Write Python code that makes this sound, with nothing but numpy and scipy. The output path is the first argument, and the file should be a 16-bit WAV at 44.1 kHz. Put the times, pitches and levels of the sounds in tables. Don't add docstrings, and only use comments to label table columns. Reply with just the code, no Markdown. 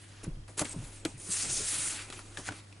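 import sys
import numpy as np
from scipy import signal
from scipy.fft import rfft, irfft
from scipy.io import wavfile
from scipy.ndimage import uniform_filter1d, map_coordinates

SR = 44100
rng = np.random.default_rng(int(sys.argv[2]) if len(sys.argv) > 2 else 0)


def generate_wav(sig):
    pcm = np.round(np.clip(np.atleast_2d(sig).T, -1, 1) * 32767).astype(np.int16)
    wavfile.write(sys.argv[1], SR, pcm)


N = 123479


def undb(db):
    return 10 ** (np.asarray(db) / 20)


def unit(x):
    return x / np.sqrt(np.mean(x ** 2))


def band(x, hz, width_hz):
    b, a = signal.iirpeak(min(hz, .45 * SR), hz / width_hz, fs=SR)
    return signal.lfilter(b, a, x)


def highpass(x, hz):
    return signal.sosfilt(signal.butter(2, hz, "high", fs=SR, output="sos"), x)


def walk(rate_hz):
    hold = int(SR / rate_hz)
    steps = np.repeat(rng.standard_normal(N // hold + 1), hold)
    slewed = uniform_filter1d(uniform_filter1d(steps, hold), hold)
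    return unit(slewed[:N])


def log_interp(hz, points):
    return np.interp(np.log(hz), np.log(points[:, 0]), points[:, 1])


def coloured(points):
    hz = np.maximum(np.arange(N // 2 + 1) * SR / N, 1)
    spectrum = rfft(rng.standard_normal(N)) * undb(log_interp(hz, points))
    return irfft(spectrum, N)


def add(out, x, start_s):
    i = int(start_s * SR)
    out[..., i:i + x.shape[-1]] += x[..., :N - i]


# f/Hz, rms level/dB
HUM_TONES = [(99.6, -54), (300, -72.5)]


def hum(t):
    out = 0
    for hz, rms_db in HUM_TONES:
        phase_rad = 2 * np.pi * hz * t + 0.84 * walk(7.66)
        out = out + np.sqrt(2) * undb(rms_db) * np.sin(phase_rad)
    return out


# t/s, level/dB
PIP_LEVEL = [(.29, -78), (.35, -60), (.45, -65), (.5, -72), (1.2, -65), (2.5, -78)]
PIP_PERIOD_S, PIP_FIRST_S, PIP_LENGTH_S = .04, 0.0345, 0.011
PIP_HZ, PIP_SCATTER_HZ, PIP_SCATTER_DB = 3260, 45, 2.5


def pips(t):
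    since_s = (t - PIP_FIRST_S) % PIP_PERIOD_S
    index = ((t - PIP_FIRST_S) // PIP_PERIOD_S).astype(int)
    level, tune = rng.standard_normal((100, 2))[index].T
    gain = undb(np.interp(t, *np.array(PIP_LEVEL).T) + PIP_SCATTER_DB * level)
    window = np.sin(np.pi * np.minimum(since_s / PIP_LENGTH_S, 1))
    return gain * window * np.sin(2 * np.pi * (PIP_HZ + PIP_SCATTER_HZ * tune) * since_s)


# f/Hz, relative density/dB
ROOM_SPECTRUM = [(20, -25), (54, -12.5), (104, -12), (160, -16.5), (311, -18.5), (433, -27), (1000, -32),
                 (3240, -44.5), (5000, -37), (7900, -37.5), (11000, -38.5)]
# f/Hz, ratio/dB
ROOM_SIDE = [(270, -13.5), (570, 13.5), (1200, 2), (2600, 12.5), (5500, 2.5), (11000, -29)]
ROOM_MID_RMS_DB = -60


def room():
    mid_points, side_points = np.array(ROOM_SPECTRUM), np.array(ROOM_SPECTRUM)
    side_points[:, 1] += log_interp(mid_points[:, 0], np.array(ROOM_SIDE))
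    mid, side = coloured(mid_points), coloured(side_points)
    return (mid + side * np.array([[1], [-1]])) * undb(ROOM_MID_RMS_DB) / np.std(mid)


# t/s, level/dB
AIR_LEVEL = [(0.0, -78), (0.19, -63), (0.32, -37.5), (0.41, -47), (0.53, -66), (0.87, -45), (0.93, -55.5),
             (1.19, -58), (1.3, -64), (1.58, -49.5), (1.74, -59), (2.47, -57), (2.8, -84)]
AIR_HZ, AIR_PASS_WIDTH_HZ = 24, 25


def air(t):
    curve = np.array(AIR_LEVEL)
    noise = rng.standard_normal(N)
    for _ in range(2):
        noise = band(noise, AIR_HZ, AIR_PASS_WIDTH_HZ)
    power = uniform_filter1d(noise ** 2, size=SR // 24)
    even = noise / np.sqrt(power + 1e-4 * np.var(noise))
    return even * undb(np.interp(t, curve[:, 0], curve[:, 1]))


ECHO_MID_DB, ECHO_SIDE_DB, ECHO_T60_S = -20.5, -11.5, 0.14
SIDE_HZ, SIDE_WIDTH_HZ, SIDE_FLOOR_HZ = 1720, 4000, 402


def echo(near, t):
    tail = rng.standard_normal((2, SR // 3)) * undb(-60 * t[:SR // 3] / ECHO_T60_S)
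    tail /= np.sqrt(np.sum(tail ** 2, axis=1, keepdims=True))
    mid, side = (signal.fftconvolve(near.mean(axis=0), h)[:N] for h in tail)
    side = highpass(undb(ECHO_SIDE_DB) * band(side, SIDE_HZ, SIDE_WIDTH_HZ), SIDE_FLOOR_HZ)
    return undb(ECHO_MID_DB) * mid + side * np.array([[1], [-1]])


# t/s, nominal level/dB, f/Hz, reference T60/s
THUD_HITS = [(0.269, -23.5, 207, 0.017), (.278, -22, 150, 0.072), (0.369, -39.5, 130.3, 0.19),
             (0.6166, -13.5, 332, 0.015), (0.629, -37, 300, 0.045), (0.649, -38, 246, 0.1),
             (0.742, -33.5, 300, 0.037), (0.762, -26, 170, 0.079), (0.786, -26.5, 114, 0.13),
             (0.826, -35.5, 143, 0.12), (1.0532, -20, 323, 0.058), (1.141, -39.5, 127, 0.18),
             (1.290, -32.5, 191, 0.069), (1.491, -39, 128, 0.22), (1.730, -36.5, 328, 0.048),
             (1.788, -39, 151, 0.089), (2.101, -25.5, 243, 0.01), (2.488, -33, 106, 0.1),
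             (2.508, -38, 296, .1)]
# ratio to f, level/dB, share of reference T60
SLEEVE_MODES = [(0.999, 1.5, 0.76), (0.493, -11, 0.95), (1.39, -9, 0.75), (2.02, -13, 0.85)]
THUD_ATTACK_CYCLES, THUD_FLOOR_HZ = .35, 55


def thuds():
    out, t = np.zeros(N), np.arange(SR // 4) / SR
    for start_s, db, hz, t60_s in THUD_HITS:
        ring = 0
        for ratio, mode_db, share in SLEEVE_MODES:
            decay = undb(db + mode_db - 60 * t / (t60_s * share))
            ring = ring + decay * np.sin(2 * np.pi * hz * ratio * t)
        attack = 1 - np.exp(-t * hz / THUD_ATTACK_CYCLES)
        add(out, -ring * attack, start_s)
    return highpass(out, THUD_FLOOR_HZ)


# t/s, nominal level/dB, f/Hz, treble re mids/dB, L-R/dB, T60/s
TAP_HITS = [(0.246, -39, 1545, -7, 3, 0.11), (0.479, -44, 1240, 2, 3, 0.074),
            (0.593, -24.5, 1080, 13, -0.5, 0.068), (0.653, -34, 2200, 0, 12, 0.047),
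            (1.0506, -18.5, 2980, 3, 4, 0.027), (1.724, -40, 3250, -5, 4, 0.056),
            (2.101, -28.5, 1935, 1, 1, 0.038), (2.125, -29.5, 1790, -4.5, 2, 0.078),
            (2.191, -32, 1400, -6, 4, 0.034), (2.372, -25, 1720, -11, 4.5, 0.045),
            (2.4879, -22, 1495, -29.5, 1, 0.032), (2.508, -31.5, 1700, -16, -2, .02),
            (2.521, -30.5, 1370, -9, 0, 0.039), (2.726, -39.5, 2500, -14, 0, 0.026)]
CRACK_DB, CRACK_S, TAP_ATTACK_S = 4, .003, .0004
TAP_WIDTH_RATIO, UNDERTONE_RATIO, UNDERTONE_DB = .9, 0.517, -6
RING_DB, RING_DB_PER_TREBLE_DB = -15, -.5
SNAP_HZ, SNAP_WIDTH_HZ = 10000, 4800
SNAP_T60_SHARE = 0.63


def taps():
    out, t = np.zeros((2, N)), np.arange(SR // 8) / SR
    for start_s, db, hz, treble_db, pan_db, t60_s in TAP_HITS:
        decay_db = -60 * t / max(t60_s, .005)
        crack_db = CRACK_DB * (np.exp(-(t / CRACK_S) ** 2) - 1.5)
        env = (1 - np.exp(-t / TAP_ATTACK_S)) * undb(crack_db + decay_db)
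        noise = rng.standard_normal((2, len(t)))
        ring = np.sin(2 * np.pi * hz * t)
        ring += undb(UNDERTONE_DB) * np.sin(2 * np.pi * UNDERTONE_RATIO * hz * t)
        mids = .5 * unit(band(noise[0], hz, TAP_WIDTH_RATIO * hz))
        mids += undb(RING_DB + RING_DB_PER_TREBLE_DB * treble_db) * ring
        snap = .5 * undb(treble_db) * unit(band(noise[1], SNAP_HZ, SNAP_WIDTH_HZ))
        snap *= undb(decay_db / SNAP_T60_SHARE)
        gains = undb(db + np.array([[pan_db], [-pan_db]]) / 2)
        add(out, (mids + snap) * env * gains, start_s)
    return out


# t/s, level before swell/dB, f/Hz, length/s
SCUFF_CATCHES = [(.644, -41.5, 7600, 0.0069), (.693, -42, 8800, 0.011), (0.71, -41.5, 7400, .006),
                 (0.715, -44, 8300, 0.02), (1.0685, -39, 7600, 0.003), (1.31, -43, 6160, 0.016),
                 (1.324, -34.5, 7470, 0.022), (1.41, -38, 5140, .035), (1.59, -50, 425, 0.062),
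                 (1.843, -48.5, 1400, 0.033)]
SCUFF_WIDTH_RATIO = 0.1


def scuffs():
    out = np.zeros(N)
    for start_s, db, hz, length_s in SCUFF_CATCHES:
        grain = rng.standard_normal(SR // 8) ** 3
        progress = np.minimum(np.arange(len(grain)) / SR / length_s, 1)
        narrow = band(grain, hz, SCUFF_WIDTH_RATIO * hz)
        narrow = unit(band(narrow, hz, 2 * SCUFF_WIDTH_RATIO * hz))
        swell = np.sin(np.pi * np.sqrt(progress))
        add(out, narrow * swell * undb(db), start_s)
    return out


DRIFT_RMS_RATIO, DRIFT_PER_S = .07, 14


def drift(x):
    position = np.cumsum(1 + DRIFT_RMS_RATIO * walk(DRIFT_PER_S))
    return map_coordinates(x, [position], mode="mirror")


# t/s, fibre level/dB, card re fibres/dB, sleeve re fibres/dB
RUB_LEVELS = [(0, -58.5, -1, -6.5), (.228, -66.5, 7, -1), (0.235, -48, -7, 0), (0.244, -45, -21, 2),
              (0.251, -63.5, -2, 11), (.47, -87.5, 18, 19.5), (0.485, -56.5, -4.5, 6), (0.568, -67, -2, 0),
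              (.578, -35.5, -12, -6), (0.597, -35.5, -7.5, -13), (0.62, -33, -12, 6),
              (0.629, -49.5, -9, 13), (.642, -53.5, -2, 7), (.652, -47.5, 1.5, 2.5), (0.685, -48, -7, -8),
              (0.732, -46, -8, -10), (.742, -57.5, -3, 7.5), (.85, -53.5, -3.5, -2.5), (.89, -53.5, -6, -3),
              (.97, -50.5, -8.5, -11.5), (1.045, -66.5, 1, 10.5), (1.056, -50, 9, 7),
              (1.08, -51.5, -8, 3.5), (1.17, -62.5, 0.5, -9), (1.18, -51, -13, -7.5),
              (1.288, -43, -9.5, -10.5), (1.324, -30, -20, -24), (1.35, -33.5, -13, -22.5),
              (1.43, -32, -13, -20), (1.447, -37.5, -8, -6.5), (1.55, -32.5, -17.5, -21),
              (1.62, -35, -9, -11), (1.69, -33, -15.5, -27), (1.745, -32.5, -9.5, -17),
              (1.89, -34, -11, -21), (1.95, -41, -1.5, -13.5), (2.02, -47.5, 1, -11), (2.08, -55, 0, -1),
              (2.199, -51.5, -1, -0.5), (2.23, -58.5, -4, -1), (2.368, -56.5, -2, -4.5),
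              (2.379, -45, -3, 2), (2.431, -54.5, -1, -2), (2.46, -45, -3.5, -21), (2.484, -42, 1, -3),
              (2.499, -57, 1.5, 9.5), (2.58, -52.5, 0, -8.5), (2.63, -66.5, 3, -1), (2.8, -70.5, 5, 5.5)]
# f/Hz, width before PASS_WIDEN/Hz, relative level/dB
FIBRE_BANDS = [(5050, 4160, -3), (7560, 2060, 1.5), (9230, 1500, -2), (9830, 450, 0)]
CARD_BANDS = [(740, 320, -6.5), (1330, 410, 1), (2134, 550, 2.5), (2690, 720, 1.5), (4090, 1730, 2.5)]
SLEEVE_BANDS = [(155, 155, 1), (322.5, 57, 0), (437, 87, -7), (618, 500, -0.5)]
PASS_WIDEN = 1.85
GRAINS_PER_S, GRAIN_MEAN_DB, GRAIN_TOP_DB = 9000, 2.5, 9
FLICKER_RMS_DB, FLICKER_PER_S, PATCH_RMS_DB, PATCH_PER_S = 1.5, 60, 1.1, 18
SURGE_RMS_DB, SURGE_PER_S = .8, 160


def fibre_catches():
    hit, sign, size = rng.random((3, N))
    size_db = np.minimum(-GRAIN_MEAN_DB * np.log(size + 1e-9), GRAIN_TOP_DB)
    return (hit < GRAINS_PER_S / SR) * np.sign(sign - .5) * undb(size_db)


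def rubbing(t):
    curve_s, fibre_db, card_db, sleeve_db = np.array(RUB_LEVELS).T
    surge_db = SURGE_RMS_DB * walk(SURGE_PER_S)
    bodies = ((FIBRE_BANDS, fibre_db), (CARD_BANDS, fibre_db + card_db), (SLEEVE_BANDS, fibre_db + sleeve_db))
    out = 0
    for bands, level_db in bodies:
        layer = 0
        for hz, width_hz, band_db in bands:
            ringing = fibre_catches()
            for _ in range(2):
                ringing = band(ringing, hz, PASS_WIDEN * width_hz)
            flicker_db = FLICKER_RMS_DB * walk(FLICKER_PER_S) + PATCH_RMS_DB * walk(PATCH_PER_S)
            layer = layer + unit(drift(ringing)) * undb(band_db + flicker_db)
        out = out + unit(layer) * undb(np.interp(t, curve_s, level_db) + surge_db)
    return out


def scene():
    t = np.arange(N) / SR
    lean = undb(np.array([[0.4], [-0.4]]) / 2)
    near = (rubbing(t) + scuffs()) * lean + taps() + thuds()
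    return near + echo(near, t) + air(t) + hum(t) + pips(t) + room()


TOP_HZ = 11080


def record(dry):
    return signal.sosfilt(signal.ellip(12, .2, 60, TOP_HZ, fs=SR, output="sos"), dry)


dry = scene()
out = record(dry)
generate_wav(out)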